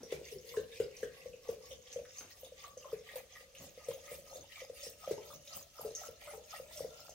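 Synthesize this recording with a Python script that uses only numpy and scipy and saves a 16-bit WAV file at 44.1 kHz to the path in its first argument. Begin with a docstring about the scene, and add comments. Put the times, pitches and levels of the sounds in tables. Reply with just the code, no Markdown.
"""Deep liquid glugs: a plastic jug is upturned into a tall, nearly full glass jar in a hard-walled kitchen.
The stream arrives in surges, about four a second; air pockets large and small gulp as sliding sines.
Swarms of tiny damped sines make gurgle, fizz and spray; short noise bursts make slaps, spatters, low sloshes.
The air above the liquid, noise in narrow bands, rings a little higher as the jar fills.
A stereo microphone pair hears it with the room's echoes, over a quiet background of shaped noise."""
import sys
import numpy as np
from scipy import signal
from scipy.fft import rfft, irfft, next_fast_len
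from scipy.io import wavfile
from scipy.ndimage import uniform_filter1d, map_coordinates

SR = 44100
rng = np.random.default_rng(int(sys.argv[2]) if len(sys.argv) > 2 else 0)


def bounce(signal):
    """Save signal as a 16-bit WAV file at the path given by the first command-line argument."""
    frames = np.transpose(np.atleast_2d(signal))
    limited = np.clip(frames, -1, 1)
    pcm = np.round(limited * 32767).astype(np.int16)
    wavfile.write(sys.argv[1], SR, pcm)


N = 314874  # length in samples


def amp(db):
    """Decibels to gain."""
    return 10 ** (np.asarray(db) / 20)


def unit(x):
    """Scale to rms 1."""
    return x / np.sqrt(np.mean(x ** 2) + 1e-20)


def along(points, hz):
    """Read (Hz, value) points on a log frequency axis."""
    f, value = np.transpose(points)
    return np.interp(np.log(hz + 1), np.log(f + 1), value)


def at_time(points, s):
    """Read (seconds, value) points at time s."""
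    return np.interp(s, *np.transpose(points))


def wobble(rate):
    """A smooth random curve, rate knots a second."""
    knots = rng.standard_normal(int(N * rate / SR) + 4)
    return map_coordinates(knots, [np.arange(N) * rate / SR])


def filtered(x, response):
    """Shape x by a response given as a function of frequency."""
    n = x.shape[-1]
    m = next_fast_len(n + 8192)
    return irfft(rfft(x, m) * response(np.fft.rfftfreq(m, 1 / SR)), m)[..., :n]


def add(track, s, sound):
    """Mix a sound into the track at time s."""
    start = max(round(s * SR), 0)
    part = sound[..., :max(N - start, 0)]
    track[..., start:start + part.shape[-1]] += part


# How alike the two microphones hear diffuse sound.
# Each row: frequency in Hz, left-right correlation (no unit).
LEFT_RIGHT_LIKENESS = [(60, 0.8), (450, 0.76), (1200, 0.27), (2500, 0.37), (5000, -0.024), (9000, 0.52),
                       (15000, -0.01)]


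def spread(pair):
    """Turn two unrelated signals into left and right: alike in the bass, more diffuse higher up."""
    def mid_and_side(hz):
        turn = np.arccos(np.clip(along(LEFT_RIGHT_LIKENESS, hz), -1, 1)) / 2
        return np.array([np.cos(turn), np.sin(turn)])
    mid, side = filtered(pair, mid_and_side)
    return np.array([mid + side, mid - side])


def coloured(pair, spectrum):
    """Stereo sound of rms 1, its sources weighted by the given spectrum."""
    return unit(spread(filtered(pair, lambda hz: amp(along(spectrum, hz)))))


# Tone of the kitchen's background.
# Each row: frequency in Hz, relative level in dB.
BACKGROUND_TONE = [(15, -46), (25, 2.5), (79, 4.5), (305, -22), (523, -14), (703, -19), (1020, -17),
                   (1750, -13.5), (1950, -14.5), (4150, -11.5), (6210, -10), (7910, -16), (15500, -19.5)]


def quiet_kitchen():
    """The place at rest: steady noise, strongest in the bass."""
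    return amp(-66.5) * coloured(rng.standard_normal((2, N)), BACKGROUND_TONE)


# How long the kitchen rings on.
# Each row: frequency in Hz, time to fall 60 dB in seconds.
KITCHEN_DECAY = [(150, 0.053), (500, 0.44), (2000, 0.35), (6000, 0.31), (14000, 0.15)]


def in_room(sound, wet_db):
    """A short direct sound plus the kitchen's diffuse tail: fresh noise dying at its own rate in each band."""
    hz, t, z = signal.stft(rng.standard_normal((2, SR // 3)), SR, nperseg=256)
    decay = amp(-60 * t / along(KITCHEN_DECAY, hz)[:, None])
    tail = spread(signal.istft(z * decay, SR, nperseg=256)[1])
    tail = tail * np.clip(np.arange(tail.shape[1]) / SR / 0.002, 0, 1) ** 2  # builds up over 2 ms
    answer = amp(wet_db) * tail / np.linalg.norm(tail[0])
    answer[:, 0] += 1  # direct sound
    return signal.fftconvolve(sound[None], answer, axes=1)


def blended(pair, t60, wet_db):
    """The jar's glass walls throw each tiny ring back and forth, blurring the grains together."""
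    t = np.arange(SR // 6) / SR
    answer = rng.standard_normal((2, len(t))) * amp(-60 * t / t60)
    answer = amp(wet_db) * answer / np.linalg.norm(answer[0])
    answer[:, 0] += 1  # direct sound
    return unit(signal.fftconvolve(pair, answer, axes=1)[:, :N])


def patchy(pair, depth_db, size):
    """Clouds of like-sized bubbles come and go: random swells, size bins wide and some 40 ms long."""
    z = signal.stft(pair, nperseg=512)[2]
    field = rng.standard_normal(z.shape[1:])
    for _ in range(2):
        field = uniform_filter1d(field, size=size, axis=0)
        field = uniform_filter1d(field, size=6, axis=1)
    return signal.istft(z * amp(depth_db * unit(field)), nperseg=512)[1][:, :N]


def swarm(count, lo_hz, hi_hz, cycles, scatter_db, size=256):
    """Two channels of small bubbles: damped sines of random strength, each rising in pitch at first."""
    when, pitch, strength, side = rng.random((count, 4)).T[:, :, None]
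    hz = lo_hz * (hi_hz / lo_hz) ** pitch
    k = np.arange(size)
    age = k / SR * hz / cycles  # in decay times, each lasting this many cycles
    tone = np.sin(2 * np.pi * cycles * age * (1 + 0.036 * np.minimum(age, 2)))
    ring = tone * np.exp(-age) * (1 - k / size)
    ring = ring * amp(-scatter_db * np.log(np.maximum(1 - strength, .01)))
    at = ((when * N).astype(int) + k).ravel()
    channels = [ring * way(2 * np.pi * side) for way in (np.cos, np.sin)]
    return unit(np.array([np.bincount(at, channel.ravel(), N)[:N] for channel in channels]))


def pocket(hz, t60, attack, glide):
    """One body of air ringing, peak 1: a sine that swells, slides down in pitch and is choked."""
    t = np.arange(SR // 8) / SR
    pitch = hz * (1 + glide * (np.exp(-t / 0.0078) - np.exp(-1)))
    # choked ever faster, as a pocket is when it breaks the surface
    swell = (1 - np.exp(-(t / attack) ** 2)) * amp(-60 * (t / max(t60, .004)) ** 2.0)
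    return np.sin(2 * np.pi * np.cumsum(pitch) / SR) * swell / swell.max()


def burst(hz, octaves, t60):
    """A brief wet crack, peak 1: dying noise in a band around one pitch."""
    t = np.arange(SR // 8) / SR
    noise = rng.standard_normal(len(t))
    band = filtered(noise, lambda f: 1 / (1 + (np.log2((f + 1) / hz) / octaves) ** 2))
    crack = band * amp(-60 * t / t60) * (1 - np.exp(-t * hz))
    return crack / np.abs(crack).max()


# Surges from the jug.
# Each row: start in seconds, length in seconds, then the base levels in dB of
# splash, spray, bubbling, gurgle and heave.
JUG_SURGES = [(0.116, 0.033, -65, -65, -59.5, -60, -67), (0.277, 0.052, -56.5, -60, -62, -87, -64),
              (0.481, 0.091, -59.5, -59, -64.5, -76, -63), (0.734, 0.048, -60, -63.5, -61, -71, -68.0),
              (0.957, 0.077, -58.5, -66, -67, -71, -69), (1.152, 0.12, -64, -68.5, -68.5, -66.5, -70),
              (1.457, 0.06, -64, -65.5, -67.5, -58.5, -68), (1.638, 0.09, -60, -65.5, -70, -63, -67.5),
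              (1.88, 0.095, -62, -70, -64.5, -69, -71.5), (2.169, 0.031, -55, -61, -70, -62, -77),
              (2.297, 0.16, -63, -67, -110, -70.5, -78.5), (2.591, 0.089, -61, -66, -64.5, -64.5, -77.5),
              (2.835, 0.1, -61.5, -67.0, -76, -63.5, -70.5), (3.078, 0.12, -69, -64.5, -60, -62.5, -75.5),
              (3.317, 0.099, -65.5, -68.5, -65, -72, -83), (3.579, 0.079, -58.5, -63.5, -67.0, -69.5, -69),
              (3.789, 0.144, -62, -64.5, -68.5, -62, -74), (4.052, 0.1, -59, -56.5, -62.5, -63, -67.5),
              (4.28, 0.098, -58, -62.5, -75, -62.5, -68.5), (4.525, 0.1, -58.5, -64.5, -62.5, -68, -79),
              (4.791, 0.079, -56.5, -56, -64, -66.5, -71), (5.022, 0.086, -56.5, -63, -69.5, -59.5, -75),
              (5.236, 0.1, -57.5, -63, -75, -66, -66.5), (5.514, 0.059, -53, -56, -72, -60.5, -71.5),
              (5.765, 0.11, -58, -61, -86, -61, -86), (5.989, 0.072, -54.5, -59.5, -67.5, -60.5, -69.5),
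              (6.223, 0.12, -62.5, -61, -63.5, -67.5, -69.5), (6.512, 0.061, -54, -59, -65, -60.5, -70),
              (6.716, 0.084, -57, -57, -66.5, -68, -67), (6.911, 0.16, -58.5, -65, -83, -64, -74)]


def surging(levels_db, lag_s, attack_s, swell_db, release_s, trickle_db):
    """Gain of a layer: surges rise, change by swell_db and die away over a steady trickle."""
    start, length = np.transpose(JUG_SURGES)[:2, :, None]
    t = np.arange(0, N, 64) / SR
    age = t - start - lag_s
    held = swell_db * (np.clip(age / length, 0, 1) - .5)
    # 20 dB of change per attack_s or release_s
    edges = np.maximum(-age, 0) / attack_s + np.maximum(age - length, 0) / release_s
    power = np.sum(amp(levels_db[:, None] + held - 20 * edges) ** 2, axis=0) + amp(trickle_db) ** 2
    return np.interp(np.arange(N) / SR, t, np.sqrt(power))


def stirred(share_db, attack_s, t60):
    """Gain of the motion that goes with each row of the glugs, dying away after it."""
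    power, t = np.zeros(N), np.arange(SR // 2) / SR
    for s, db, *_ in POCKETS_AND_JAR_AIR:
        motion = amp(db + share_db - 60 * t / t60) * (1 - np.exp(-t / attack_s))
        add(power, s, motion ** 2)
    return np.sqrt(power)


def jar_air(pitch_hz, width_hz):
    """An air mode of the jar, stirred at random by the churning liquid."""
    stir = rng.standard_normal((2, 2, N))
    a, b = filtered(stir, lambda hz: 1 / (1 + 2j * hz / width_hz) ** 2)
    phase = 2 * np.pi * np.cumsum(pitch_hz) / SR
    return unit(spread(a * np.cos(phase) + b * np.sin(phase)))


# The air above the rising liquid.
# Each row: time in seconds, first air mode of the jar in Hz.
JAR_AIR_PITCH = [(0, 477.6), (7.14, 605.2)]
# Tone of the heaving liquid, of the gurgles and of the bubbling.
# Each row: frequency in Hz, relative level in dB.
HEAVE_TONE = [(25, -27), (52, -10.5), (70, 7), (84, -9), (98, 3), (118, -9.5), (146, 1), (205, -8),
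              (300, -9), (420, -9), (650, -19), (1300, -53)]
GURGLE_TONE = [(350, -27), (650, 12), (1200, 2), (1600, 9), (3000, -20)]
BUBBLING_TONE = [(700, -7), (1450, -27), (1900, 3.5), (2300, 1), (2700, -1), (3300, 0), (4500, 15)]


def churn():
    """The plunging stream heaves the liquid, makes bubbles and keeps the jar's air ringing."""
    *_, bubbling_db, gurgle_db, heave_db = np.transpose(JUG_SURGES)
    air_hz = at_time(JAR_AIR_PITCH, np.arange(N) / SR)
    # liquid and first air mode, driven by the surges and by the glugs
    heaving = np.hypot(
        surging(heave_db, lag_s=0.033, attack_s=0.35, swell_db=10, release_s=0.14, trickle_db=-78),
        stirred(share_db=-26, attack_s=0.015, t60=0.38))
    ringing = np.hypot(
        surging(heave_db + 8, lag_s=0.069, attack_s=0.35, swell_db=-4.5, release_s=0.058, trickle_db=-85),
        stirred(share_db=-16.5, attack_s=0.005, t60=0.3))
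    heave = heaving * coloured(rng.standard_normal((2, N)), HEAVE_TONE)
    first = ringing * jar_air(air_hz, width_hz=95)

    # gurgles and the upper air mode escape more freely as the surface nears the jar's mouth
    open_db = 20 * np.log2(air_hz / air_hz.mean())
    humming = surging(gurgle_db - 6, lag_s=-0.0072, attack_s=0.027, swell_db=-2, release_s=0.071,
                      trickle_db=-84.5)
    second = amp(open_db) * humming * jar_air(2.25 * air_hz, width_hz=85)
    gurgling = surging(gurgle_db, lag_s=-0.00061, attack_s=0.02, swell_db=5.5, release_s=0.082,
                       trickle_db=-77)
    gurgles = swarm(count=2200, lo_hz=612, hi_hz=1277, cycles=4.5, scatter_db=5.0, size=900)
    gurgles = blended(gurgles, t60=0.061, wet_db=-12)
    gurgle = amp(open_db - 2.0) * gurgling * coloured(gurgles, GURGLE_TONE)

    bubbling = surging(bubbling_db, lag_s=-0.0056, attack_s=0.048, swell_db=0.5, release_s=0.076,
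                       trickle_db=-84)
    bubbles = swarm(count=3400, lo_hz=1509, hi_hz=3543, cycles=7.7, scatter_db=4.0, size=600)
    bubbles = patchy(blended(bubbles, t60=.25, wet_db=4), depth_db=2.3, size=4)
    bubbles = amp(5.0) * bubbling * coloured(bubbles, BUBBLING_TONE)
    leaning_left = amp([[1.0], [-1.0]])
    return (heave + first + second + gurgle) * leaning_left + bubbles


# Tone of the splash's fizz and of the finer spray.
# Each row: frequency in Hz, relative level in dB.
FIZZ_TONE = [(1290, -9), (2200, 4), (2550, -7), (3550, -4.5), (4410, -5), (6280, 3), (6700, 1.5),
             (7240, -4.5), (9000, -23), (11700, -25), (19800, -120)]
SPRAY_TONE = [(4120, -17), (7000, -16), (7570, -9.5), (12700, -6), (14700, -4), (15400, -1.5), (15800, -2)]


def splash():
    """Each surge throws up a dense fizz of tiny bubbles and a finer crackling spray."""
    splash_db, spray_db = np.transpose(JUG_SURGES)[2:4]
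    fizzing = surging(splash_db, lag_s=0.0015, attack_s=.13, swell_db=1.5, release_s=0.13,
                      trickle_db=-79.5)
    spraying = surging(spray_db, lag_s=-0.0045, attack_s=0.1, swell_db=6.5, release_s=0.11,
                       trickle_db=-98)
    fizz = swarm(count=6000, lo_hz=2500, hi_hz=7500, cycles=13, scatter_db=3.6)
    mist = swarm(count=6000, lo_hz=6500, hi_hz=15000, cycles=6, scatter_db=3.6)
    fizz = patchy(blended(fizz, t60=.2, wet_db=3), depth_db=2.4, size=5)
    mist = patchy(blended(mist, t60=.15, wet_db=3), depth_db=2.6, size=8)
    # both levels flicker at random
    fizz = amp(0.1 + 2.4 * wobble(45)) * fizzing * coloured(fizz, FIZZ_TONE)
    mist = amp(0.96 + 0.8 * wobble(45)) * spraying * coloured(mist, SPRAY_TONE)
    return fizz + mist


# Low sloshes; the first row is the dying low tail of a sound from before the start.
# Each row: start in seconds, peak level in dB before the room, centre in Hz.
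LOW_SLOSHES = [(0.004, -46.5, 218), (2.205, -49, 367), (3.596, -48, 168), (4.385, -56, 300),
               (5.546, -54, 156), (5.809, -51, 130)]


def sloshes():
    """Broad, dull low sounds, each a dying burst of low noise."""
    out = np.zeros((2, N))
    for s, db, hz in LOW_SLOSHES:
        add(out, s, in_room(amp(db) * burst(hz, octaves=1.0, t60=0.32), wet_db=-12.5))
    return out


# Sharp spatters.
# Each row: start in seconds, base level in dB, centre in Hz, width in octaves (0.1 at least is played).
SPATTERS = [(0.031, -40, 5700, 0.18), (0.119, -33, 2880, 1.1), (0.26, -49.5, 2060, 0.098),
            (0.567, -43.5, 1580, 0.081), (0.966, -39, 5760, 0.2), (1.029, -39, 1680, 0.2),
            (1.332, -47.5, 2565, 0.18), (1.483, -42, 6080, 0.21), (1.71, -43.5, 3080, 0.14),
            (1.927, -35, 6110, 0.2), (2.05, -42, 1570, 0.75), (2.183, -37.5, 6200, 0.091),
            (2.206, -37, 2000, 0.92), (2.447, -45, 3540, 0.18), (2.775, -43, 6100, 0.13),
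            (3.158, -27, 14700, 0.33), (3.55, -40.5, 2640, 0.28), (3.885, -32.5, 10050, 0.73),
            (3.907, -38, 3280, 0.59), (4.114, -52, 2730, 0.23), (4.834, -31, 5400, 0.41),
            (5.113, -37, 5780, 0.35), (5.474, -44.5, 3680, 0.16), (5.603, -40, 14800, 0.26),
            (5.812, -32.5, 11650, 0.21), (5.950, -31, 6170, 0.071), (5.963, -33.5, 5670, 0.17),
            (6.773, -34.5, 5570, 0.26), (7.094, -37, 6200, 0.39)]


def spats():
    """Drops slap the surface: a sharp tick, a wet crack and a tiny ring, thrown up into the room."""
    out = np.zeros((2, N))
    onset = 1 - np.exp(-np.arange(SR // 8) / SR / 0.0028)
    for s, db, hz, octaves in SPATTERS:
        octaves = max(octaves, .1)
        crack = burst(hz, octaves, t60=0.038) * onset
        # the narrower the crack, the more of it is one clean bubble
        ping = .13 / octaves * pocket(hz, t60=.008, attack=.0012, glide=.05)
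        tick = amp(-4) * burst(11000, octaves=1.2, t60=.005)
        add(out, s, in_room(amp(db - 3.0) * (crack + ping + tick), wet_db=0.5))
    return out


# Small bubbles that pop at the surface.
# Each row: start in seconds, base level in dB, pitch in Hz.
SURFACE_BUBBLES = [(0.54, -48, 1050), (2.308, -55.5, 1910), (2.642, -44.5, 1140), (2.845, -47, 1060),
                   (2.883, -57, 1190), (3.089, -45, 1902), (3.358, -52.5, 1215), (4.078, -54, 1250),
                   (4.573, -52, 1230), (5.04, -49.5, 1234), (5.178, -50.5, 900), (5.304, -52.5, 1215),
                   (5.533, -54, 1210), (5.784, -48, 1230), (6.035, -46.5, 1306), (6.276, -49, 1257),
                   (6.334, -49.5, 810), (6.528, -46.5, 1260)]


def plips():
    """Smaller bubbles ring briefly, break into froth and nudge the air in the jar."""
    out = np.zeros((2, N))
    for s, db, hz in SURFACE_BUBBLES:
        ring = pocket(hz, t60=.03, attack=.001, glide=.06)
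        froth = 0.59 * burst(hz, octaves=0.17, t60=0.13)
        air = 0.58 * pocket(at_time(JAR_AIR_PITCH, s), t60=0.046, attack=0.0025, glide=0.047)
        add(out, s, in_room(amp(db - 0.5) * (ring + froth), wet_db=-4.5))
        add(out, s, amp(db - 9.0) * air)
    return out * amp([[.8], [-.8]])  # a little to the left


# Air pockets large and small; the weak, long rows are the jar's air ringing.
# Each row: time in seconds, base level in dB, pitch in Hz, time to fall 60 dB in seconds.
POCKETS_AND_JAR_AIR = [(0.033, -40, 475, 0.018), (0.125, -26.5, 446, 0.016), (0.215, -39.5, 442, 0.01),
                       (0.324, -42.5, 426, 0.047), (0.357, -43.5, 403, 0.06), (0.539, -44.5, 487, 0.096),
                       (0.573, -25.5, 442, 0.031), (0.7, -49.5, 485, 0.13), (0.802, -22, 445, 0.028),
                       (1.031, -28, 450, 0.026), (1.259, -37.5, 504, 0.031), (1.338, -44, 493.5, 0.049),
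                       (1.49, -28, 462, 0.032), (1.711, -46, 540, .14), (1.961, -32.5, 508, 0.043),
                       (1.99, -42, 570, 0.055), (2.432, -41.5, 519, 0.028), (2.521, -46, 520, 0.026),
                       (2.771, -41, 514, 0.037), (2.855, -43.5, 564, 0.037), (2.93, -31.5, 451, 0.045),
                       (3.137, -46, 524, 0.018), (3.157, -38, 518, 0.042), (3.408, -52.5, 496, 0.031),
                       (3.776, -43.5, 507, 0.021), (3.886, -29, 494, 0.032), (3.938, -46, 550, .07),
                       (4.116, -37, 505, 0.026), (4.357, -42, 524, 0.027), (4.618, -41.5, 518, 0.032),
                       (4.699, -38, 496, 0.027), (4.834, -48, 545, .03), (4.867, -39.5, 484, 0.024),
                       (5.076, -30.5, 548, 0.019), (5.111, -24.5, 430, 0.032), (5.179, -39.5, 425, 0.028),
                       (5.795, -40, 510, 0.015), (5.849, -32.5, 451, .055), (5.912, -40.5, 470, 0.016),
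                       (6.087, -40.5, 493, 0.032), (6.274, -44, 605, 0.066), (6.335, -47.5, 454, 0.064),
                       (6.377, -42.5, 477, 0.032), (6.599, -38.5, 518, 0.024), (6.806, -31.5, 511, 0.019),
                       (6.847, -32, 478, 0.024), (7.093, -44, 600, 0.0083)]
# Pockets open faster as the fall shortens.
# Each row: time in seconds, swell time in seconds.
POCKET_SWELL = [(0, .0034), (7.14, .0018)]
# Nearest echoes from the walls.
# Each row: delay in seconds, level in dB relative to the direct gulp.
WALL_ECHOES = [(.0115, -19.5), (.019, -15.5), (0.04, -26)]
# The kitchen's standing waves that the glugs set ringing.
# Each row: frequency in Hz, level in dB relative to the gulp, time to fall 60 dB in seconds.
STANDING_WAVES = [(345, -51, 0.55), (437, -27, 0.43), (610, -30, 0.24), (608, -41, 0.12)]


def glugs():
    """Air pockets and the jar's air ring as sliding sines, with a slap, a thump and wall echoes."""
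    out, t = np.zeros((2, N)), np.arange(SR // 3) / SR
    for s, db, hz, t60 in POCKETS_AND_JAR_AIR:
        attack = at_time(POCKET_SWELL, s)
        start = s - attack * 2 / 3  # the ring takes a moment to swell
        gulp = amp(db) * pocket(hz, t60, attack, glide=0.16)
        thump = amp(db - 21.5) * burst(130, octaves=1.0, t60=0.063)
        slap = amp(db - 18) * burst(2700, octaves=2.2, t60=0.0083)
        add(out, start, in_room(gulp + thump, wet_db=-9.0))
        add(out, start, in_room(slap, wet_db=7.5))
        for delay, echo_db in WALL_ECHOES:
            add(out, start + delay, amp(echo_db) * gulp)
        for wave_hz, wave_db, wave_t60 in STANDING_WAVES:
            wave = np.sin(2 * np.pi * (wave_hz * t + rng.random())) * (1 - np.exp(-t / 0.016))
            add(out, start, amp(db + wave_db - 60 * t / wave_t60) * wave)
    return out * amp([[1.1], [-1.1]])  # a little to the left


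def scene():
    """The pour over the kitchen's quiet background."""
    return quiet_kitchen() + churn() + splash() + sloshes() + spats() + plips() + glugs()


def record(dry):
    """The left microphone hears everything slightly earlier; deep rumble and the top treble are cut."""
    lead = 1.6e-5  # s, early on the left and late on the right
    low_cut_hz, top_hz = 32, 15800

    def microphones(hz):
        low_cut = 1 / np.sqrt(1 + (low_cut_hz / (hz + 1)) ** 6)
        shift = np.exp(2j * np.pi * hz * lead * np.array([[1], [-1]]))
        return (hz < top_hz) * low_cut * shift
    return filtered(dry, microphones)


dry = scene()
out = record(dry)
bounce(out)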